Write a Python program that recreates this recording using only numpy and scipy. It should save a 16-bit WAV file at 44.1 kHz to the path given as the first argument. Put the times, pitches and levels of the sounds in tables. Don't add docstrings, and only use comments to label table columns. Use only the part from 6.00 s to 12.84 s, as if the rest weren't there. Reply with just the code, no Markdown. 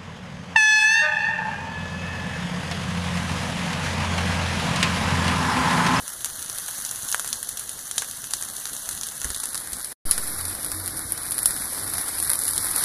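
import sys
import numpy as np
from scipy import signal
from scipy.fft import rfft, irfft
from scipy.io import wavfile
from scipy.ndimage import uniform_filter1d, minimum_filter1d, map_coordinates

SR = 44100
rng = np.random.default_rng(int(sys.argv[2]) if len(sys.argv) > 2 else 0)


def wav_record(signal):
    frames = np.transpose(np.atleast_2d(signal))
    bounded = np.clip(frames, -1, 1)
    quanta = np.round(bounded * 32767).astype(np.int16)
    wavfile.write(sys.argv[1], SR, quanta)


def volts(x):
    e = np.asarray(x, float) / 20
    return 10 ** e


N = 301644

# frequency in Hz, density in dB per Hz.
RUMBLE = [(12, -25), (20, -2.5), (118, -2), (290, -5.5), (325, -10), (600, -10), (780, -10.5), (1320, -120)]
# frequency in Hz, width in Hz, level in dB.
ROOM_MODES = [
    (44, 4.4, 2),
    (275.5, 6.5, -4),
    (311, 17, -2),
]
# time in seconds, level in dB.
HOUSE_LEVEL = [
    [(0, -52), (3.9, -50.5)],
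    [(4.9, -45), (5.3, -46)],
]
# peak time in seconds, level in dB.
SWELLS = [
    (4.45, -41),
    (4.79, -41),
    (5.11, -51),
    (5.89, -49.5),
    (6.23, -49),
    (6.56, -52),
]
# start in seconds, peak in dB, frequency in Hz.
BUMPS = [
    (3.249, -36, 59),
    (3.3, -41.5, 56.4),
    (3.726, -45, 57),
]
# time in seconds, share of the second position from 0 to 1.
TURN = [
    (3.25, 0),
    (3.6, .7),
    (4.05, 1),
]
# frequency in Hz, density in dB per Hz.
SIDE_ON = [(300, -25.5), (410, -19.5), (950, -11.5), (1670, -6.5), (2350, -18), (2900, -11), (3350, -7),
           (4250, -4), (5200, -9), (6100, 1), (8000, -3), (10200, 12), (11800, 2.5), (14400, 1)]
# frequency in Hz, density in dB per Hz.
HEAD_ON = [(320, -26), (1400, -15), (1950, -17), (2700, -25), (3250, -22), (3750, -15.5), (4250, -13.5),
           (5500, -14), (6500, -19.5), (8700, -9.5), (9800, 1), (11200, -0.5), (12300, -9), (14500, -17)]
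# lower edge in Hz, upper edge in Hz.
BANDS = [(120, 2650), (2650, 7900), (7900, 17000)]
# start in seconds, peak in dB, thud in dB, body in dB.
EARLY_POPS = [(0.0787, -12, -24.5, -15.5), (0.163, -18, -25, -25), (0.2062, -25, -21, -8.5),
              (0.2448, -6.5, -28, -14), (0.3913, -19.5, -22, -17), (0.4254, -11, -28, -16),
              (0.4612, -17.5, -25, -16), (0.4978, -14.5, -25, -12.5), (0.5474, -15.5, -33, -20.5),
              (0.5837, -8.5, -30, -17.5), (0.6846, -11.5, -23, -21), (0.8492, -8.5, -30, -16.5),
              (0.8915, -17.5, -29, -10), (0.9118, -6, -28, -22), (1.0275, -24, -25.5, -13),
              (1.0867, -19, -16, -8), (1.1253, -11.5, -20, -8), (1.1447, -5.5, -12, -12.5),
              (1.1952, -6, -23, -17), (1.2451, -14.5, -20, -14), (1.2757, -11, -28, -17),
              (1.3282, -6.5, -26.5, -11.5), (1.4282, -7, -33, -21), (1.49, -5.5, -41, -22.5),
              (1.572, -10.5, -34, -17), (1.594, -9.5, -35, -23.5), (1.677, -24.5, -21, -12),
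              (1.6923, -11.5, -41, -15.5), (1.8604, -24, -32, -17), (1.9114, -12.5, -25, -11)]
# start in seconds, peak in dB, thud in dB, body in dB.
MORE_POPS = [(1.9796, -9, -20, -10), (2.02, -14, -13, -11), (2.0448, -13, -24, -20), (2.111, -13, -34, -19),
             (2.2412, -15, -22, -13), (2.308, -25, -16, -7), (2.3354, -5.5, -24, -12),
             (2.4244, -15, -18, -8), (2.5657, -21, -30, -9), (2.6543, -14, -19, -11),
             (2.765, -14, -25, -15.5), (2.8893, -7.5, -25.5, -18.5), (2.9752, -19.5, -22, -14),
             (3.0113, -12, -28, -13.5), (3.0329, -13.5, -28, -11.5), (3.0865, -20, -39, -7),
             (3.216, -14.5, -15, -9), (3.2443, -9, -20.5, -16.5), (3.3023, -15.5, -21, -12.5),
             (3.3457, -17, -30, -11.5), (3.362, -13, -29.5, -21), (3.4, -15.5, -24, -17),
             (3.433, -15.5, -25.5, -18), (3.4559, -6.5, -35.5, -23.5), (3.5447, -11.5, -25.5, -15),
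             (3.5767, -11.5, -28.5, -16.5), (3.6727, -17.5, -22, -18), (3.731, -12.5, -34, -16.5),
             (3.8124, -19.5, -33, -16.5), (3.845, -9.5, -35.5, -20.5)]
# start in seconds, peak in dB, thud in dB, body in dB.
LATE_POPS = [(4.1107, 6, -34, -20), (4.1786, -11, -17.5, -12), (4.6459, -9.5, -38, -26),
             (4.7164, -13, -23, -12), (4.8596, -11.5, -29.5, -19.5), (4.877, -11, -29, -19),
             (4.972, -11.5, -32, -23), (5.121, -5, -32, -25), (5.1768, -16.5, -24, -14),
             (5.3083, -8.5, -30, -30), (5.3428, -15, -23, -23), (5.3804, -8.5, -27, -21),
             (5.4303, -7.5, -29, -23), (5.4571, 3.5, -34, -19.5), (5.981, -10.5, -22, -18),
             (6.0853, -13.5, -29, -23.5), (6.1879, -13, -28, -21), (6.2256, -5, -27, -24),
             (6.2953, -4, -22.5, -33), (6.3153, -5.5, -23.5, -19), (6.3325, -6.5, -25.5, -22.5),
             (6.3901, -4, -33, -25), (6.4794, -7.5, -26, -18), (6.5081, -9.5, -40, -25),
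             (6.5337, -10.5, -33, -18), (6.5626, -12, -30, -20.5), (6.5784, -6, -34, -14.5),
             (6.6451, -10.5, -26, -26), (6.7118, -9.5, -34, -24.5), (6.7613, -3.5, -32, -20)]
# start in seconds, peak in dB.
TICKS = [(0.2574, -9), (0.2994, -15), (0.9584, -14), (1.0934, -13), (1.1154, -7), (1.2004, -14),
         (1.2884, -16), (1.4464, -17), (1.5114, -20), (2.4344, -14), (2.4474, -17), (2.6674, -14),
         (2.7334, -13), (2.8504, -20), (2.9104, -13), (3.2514, -15), (3.4374, -12), (3.5534, -11),
         (4.4518, -12), (4.4814, -14), (5.3198, -8), (5.3884, -9), (5.5069, -9), (5.9359, -12),
         (6.2003, -8), (6.3004, -3), (6.3554, -10), (6.4358, -9), (6.4527, -10), (6.7795, -10)]
# before the pause in dB, after it in dB.
SNAPS_DB = (-13.5, -8.5)
# time in seconds, level in dB.
HEAT = [
    [(0, -37.5), (.25, -37.5), (.7, -34), (1.25, -35), (1.55, -38), (2.4, -36.5), (2.85, -36), (3.4, -38),
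     (3.8, -36.5)],
    [(4.13, -30.5), (4.3, -30), (4.85, -32), (5.3, -32.5), (5.5, -29), (6.25, -29.5), (6.33, -30),
     (6.7, -26.5), (6.84, -22.5)],
]
# simmer in dB, hiss in dB, fizz in dB.
BAND_LEVELS_DB = [(-11, -5.5, -3.5), (-12, -10, -3.5)]
# stop in seconds, restart in seconds.
PAUSE = (3.929, 4.053)
# frequency in Hz, level in dB under the general level.
FAINTEST = [(250, -30), (350, -8), (3500, -6.5), (4000, -11.5)]


def unit(x):
    return x / np.sqrt(np.mean(x ** 2) + 1e-20)


def curves(rows):
    s, *columns = np.transpose(rows)
    return [np.interp(np.arange(N) / SR, s, column) for column in columns]


def joined(parts):
    return np.where(np.arange(N) / SR < PAUSE[1], curves(parts[0]), curves(parts[1]))


def wobble(rate):
    knots = rng.standard_normal(int(N * rate / SR) + 4)
    return map_coordinates(knots, [np.arange(N) * rate / SR])


def causal(spectrum, size=4096):
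    f, db = np.transpose(spectrum)
    log_hz = np.log(np.fft.rfftfreq(size, 1 / SR) + 1)
    gain = volts(np.interp(log_hz, np.log(f), db))
    cepstrum = irfft(np.log(gain + 1e-6))
    cepstrum[1:size // 2] *= 2
    cepstrum[size // 2 + 1:] = 0
    return irfft(np.exp(rfft(cepstrum)))


def patchy(depth_db):
    z = signal.stft(rng.standard_normal(N + 256), nperseg=256)[2]
    field = uniform_filter1d(rng.standard_normal(z.shape), size=5, axis=0)
    field = uniform_filter1d(field, size=8, axis=1)
    noise = signal.istft(z * volts(depth_db * unit(field)), nperseg=256)[1]
    return unit(noise[:N])


def kitchen():
    hz = np.fft.rfftfreq(N, 1 / SR)
    modes = sum(volts(db) * 1j * hz * w / (c * c - hz * hz + 1j * hz * w) for c, w, db in ROOM_MODES)
    boom = unit(irfft(rfft(rng.standard_normal(N)) * modes, N))
    boom = boom * volts(-3.5 + 1.8 * wobble(2.34))
    broad = unit(signal.fftconvolve(patchy(depth_db=2.5), causal(RUMBLE, size=16384))[:N])
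    return volts(joined(HOUSE_LEVEL)[0]) * (broad + curves(TURN)[0] * boom)


def drone():
    rest_db, swell_s, mode_hz = -56.5, 0.085, 91
    t = np.arange(N) / SR
    level = volts(rest_db) + sum(volts(db) * np.exp(-((t - s) / swell_s) ** 2) for s, db in SWELLS)
    tone = unit(np.sin(2 * np.pi * mode_hz * t + 1.8 * wobble(11)))
    return level * tone * (t > PAUSE[1])


def bumps():
    out, t = np.zeros(N + SR), np.arange(SR // 10) / SR
    dull = signal.butter(2, (100, 400), "bandpass", fs=SR, output="sos")
    for s, db, hz in BUMPS:
        scuff = unit(signal.sosfilt(dull, rng.standard_normal(len(t))))
        scuff = volts(-10 - 60 * t / .1) * scuff
        thump = volts(-60 * t / 0.11) * np.sin(2 * np.pi * hz * t)
        out[round(s * SR):][:len(t)] += volts(db + 11.0) * (thump + scuff)
    return out[:N]


def bursts(count, tail_db):
    snap_share = 0.36
    t = np.arange(SR // 8) / SR
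    late = t - .0021 * volts(rng.normal(0, 1.5, (count, 1)))
    echo = volts(-15.5 - 60 * np.abs(late) / 0.0032) * (late > 0)
    spit = volts(-60 * t / 0.002) + echo
    tail = volts(tail_db + 4 - 60 * t / .03) + volts(tail_db - 60 * t / .2)
    rows = (spit + tail) * rng.standard_normal((count, len(t)))
    rows = rows / np.linalg.norm(rows[:, :SR // 500], axis=1, keepdims=True)
    return rows + snap_share * (t == 0) * np.sign(rows[:, :1])


def pops():
    thud_db, body_db = -27.5, -18
    trains = np.zeros((len(BANDS), N + SR))
    ticks = [(s, db, thud_db, body_db) for s, db in TICKS]
    ring_bands = ((1000, 2000), (4000, 7000), (9300, 11300))  # Hz, where each part's peak is set
    rings = [signal.butter(1, band, "bandpass", fs=SR, output="sos") for band in ring_bands]
    for events in (EARLY_POPS, MORE_POPS, LATE_POPS, ticks):
        for (s, db, *parts_db), burst in zip(events, bursts(count=len(events), tail_db=-22.5)):
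            at = round((s + .0007) * SR)
            peaks = np.array([np.abs(signal.sosfilt(ring, burst[:SR // 100])).max() for ring in rings])
            snap_db = SNAPS_DB[int(s > PAUSE[1])]
            gains = volts(db + np.array([*parts_db, snap_db])) / peaks
            trains[:, at:at + len(burst)] += gains[:, None] * burst
    dull = signal.butter(2, 11500, fs=SR, output="sos")
    return volts(np.array([[-1.5], [6], [3]])) * signal.sosfilt(dull, trains[:, :N])


def crackle(rate, spread_db):
    when, size = rng.random((2, N))
    chance = rate * volts(3 * wobble(25)) / SR
    clicks = (when < chance) * volts(-spread_db * np.log(np.maximum(size, .04)))
    kinds = bursts(count=6, tail_db=-27.5)
    kind = rng.integers(len(kinds), size=N)
    return unit(sum(signal.fftconvolve(clicks * (kind == k), b)[:N] for k, b in enumerate(kinds)))


def sizzle():
    reversal = 0.93
    finer_db = -0.5
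    turn = curves(TURN)[0]
    first, second = np.array(BAND_LEVELS_DB)[:, :, None]
    levels_db = joined(HEAT)[0] + first + (second - first) * turn
    grains = crackle(rate=450, spread_db=5)
    flutter = .6 * wobble(9) + 1.6 * wobble(35)
    flutter_db = flutter * (0.5 - reversal * turn)
    layers = []
    for level_db, grain_db in zip(levels_db, (-5, -.4, -.4)):
        steam = patchy(depth_db=2.0)
        layers.append(volts(level_db + flutter_db) * (steam + volts(grain_db + finer_db * turn) * grains))
    return np.array(layers)


def heard(x, band):
    sos = signal.butter(3, band, "bandpass", fs=SR, output="sos")
    paths = [signal.sosfilt(sos, causal(view)) for view in (SIDE_ON, HEAD_ON)]
    first, second = [signal.fftconvolve(x, p / np.linalg.norm(p))[:N] for p in paths]
    share = np.clip(curves(TURN)[0], 0, 1)
    return np.sqrt(1 - share) * first + np.sqrt(share) * second


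def scene():
    grill = sum(heard(x, band) for x, band in zip(sizzle() + pops(), BANDS))
    return (grill + kitchen() + drone() + bumps())[None]


def unmasked(x):
    hz, _, z = signal.stft(x, SR, window="cosine", nperseg=2048, noverlap=1024)
    power = np.abs(z) ** 2
    steady = minimum_filter1d(power.mean(axis=0), size=3)
    floor_db = np.interp(hz, *np.transpose(FAINTEST))
    keep = uniform_filter1d(power, size=3, axis=0) > steady * volts(2 * floor_db)[:, None]
    return signal.istft(z * keep, window="cosine", nperseg=2048, noverlap=1024)[1][:N]


def low_pass(x):
    return signal.sosfilt(signal.butter(12, 15870, fs=SR, output="sos"), x)


def record(dry):
    t = np.arange(N) / SR
    stop, start = PAUSE
    since = np.maximum(t - start, 0)
    tail = volts(-15 - 900 * (t - stop) - 5e4 * (t - stop) ** 2)
    gate = np.where(t < stop, 1, tail) + np.clip(since / .004, 0, 1)
    swing = np.exp(-since / 0.1) - 2.37 * np.exp(-since / 0.045) + 1.5 * np.exp(-since / 0.011)
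    swing = 0.22 * swing * (t > start)
    band = np.where(np.fft.rfftfreq(N, 1 / SR) < 14600, 1, volts(-30))
    limited = irfft(rfft(np.clip(dry[0], -1, 1)) * band, N)
    x = unmasked(limited) * gate + swing
    return low_pass(np.clip(x, -1, 1)[None])


dry = scene()
out = record(dry)
wav_record(out)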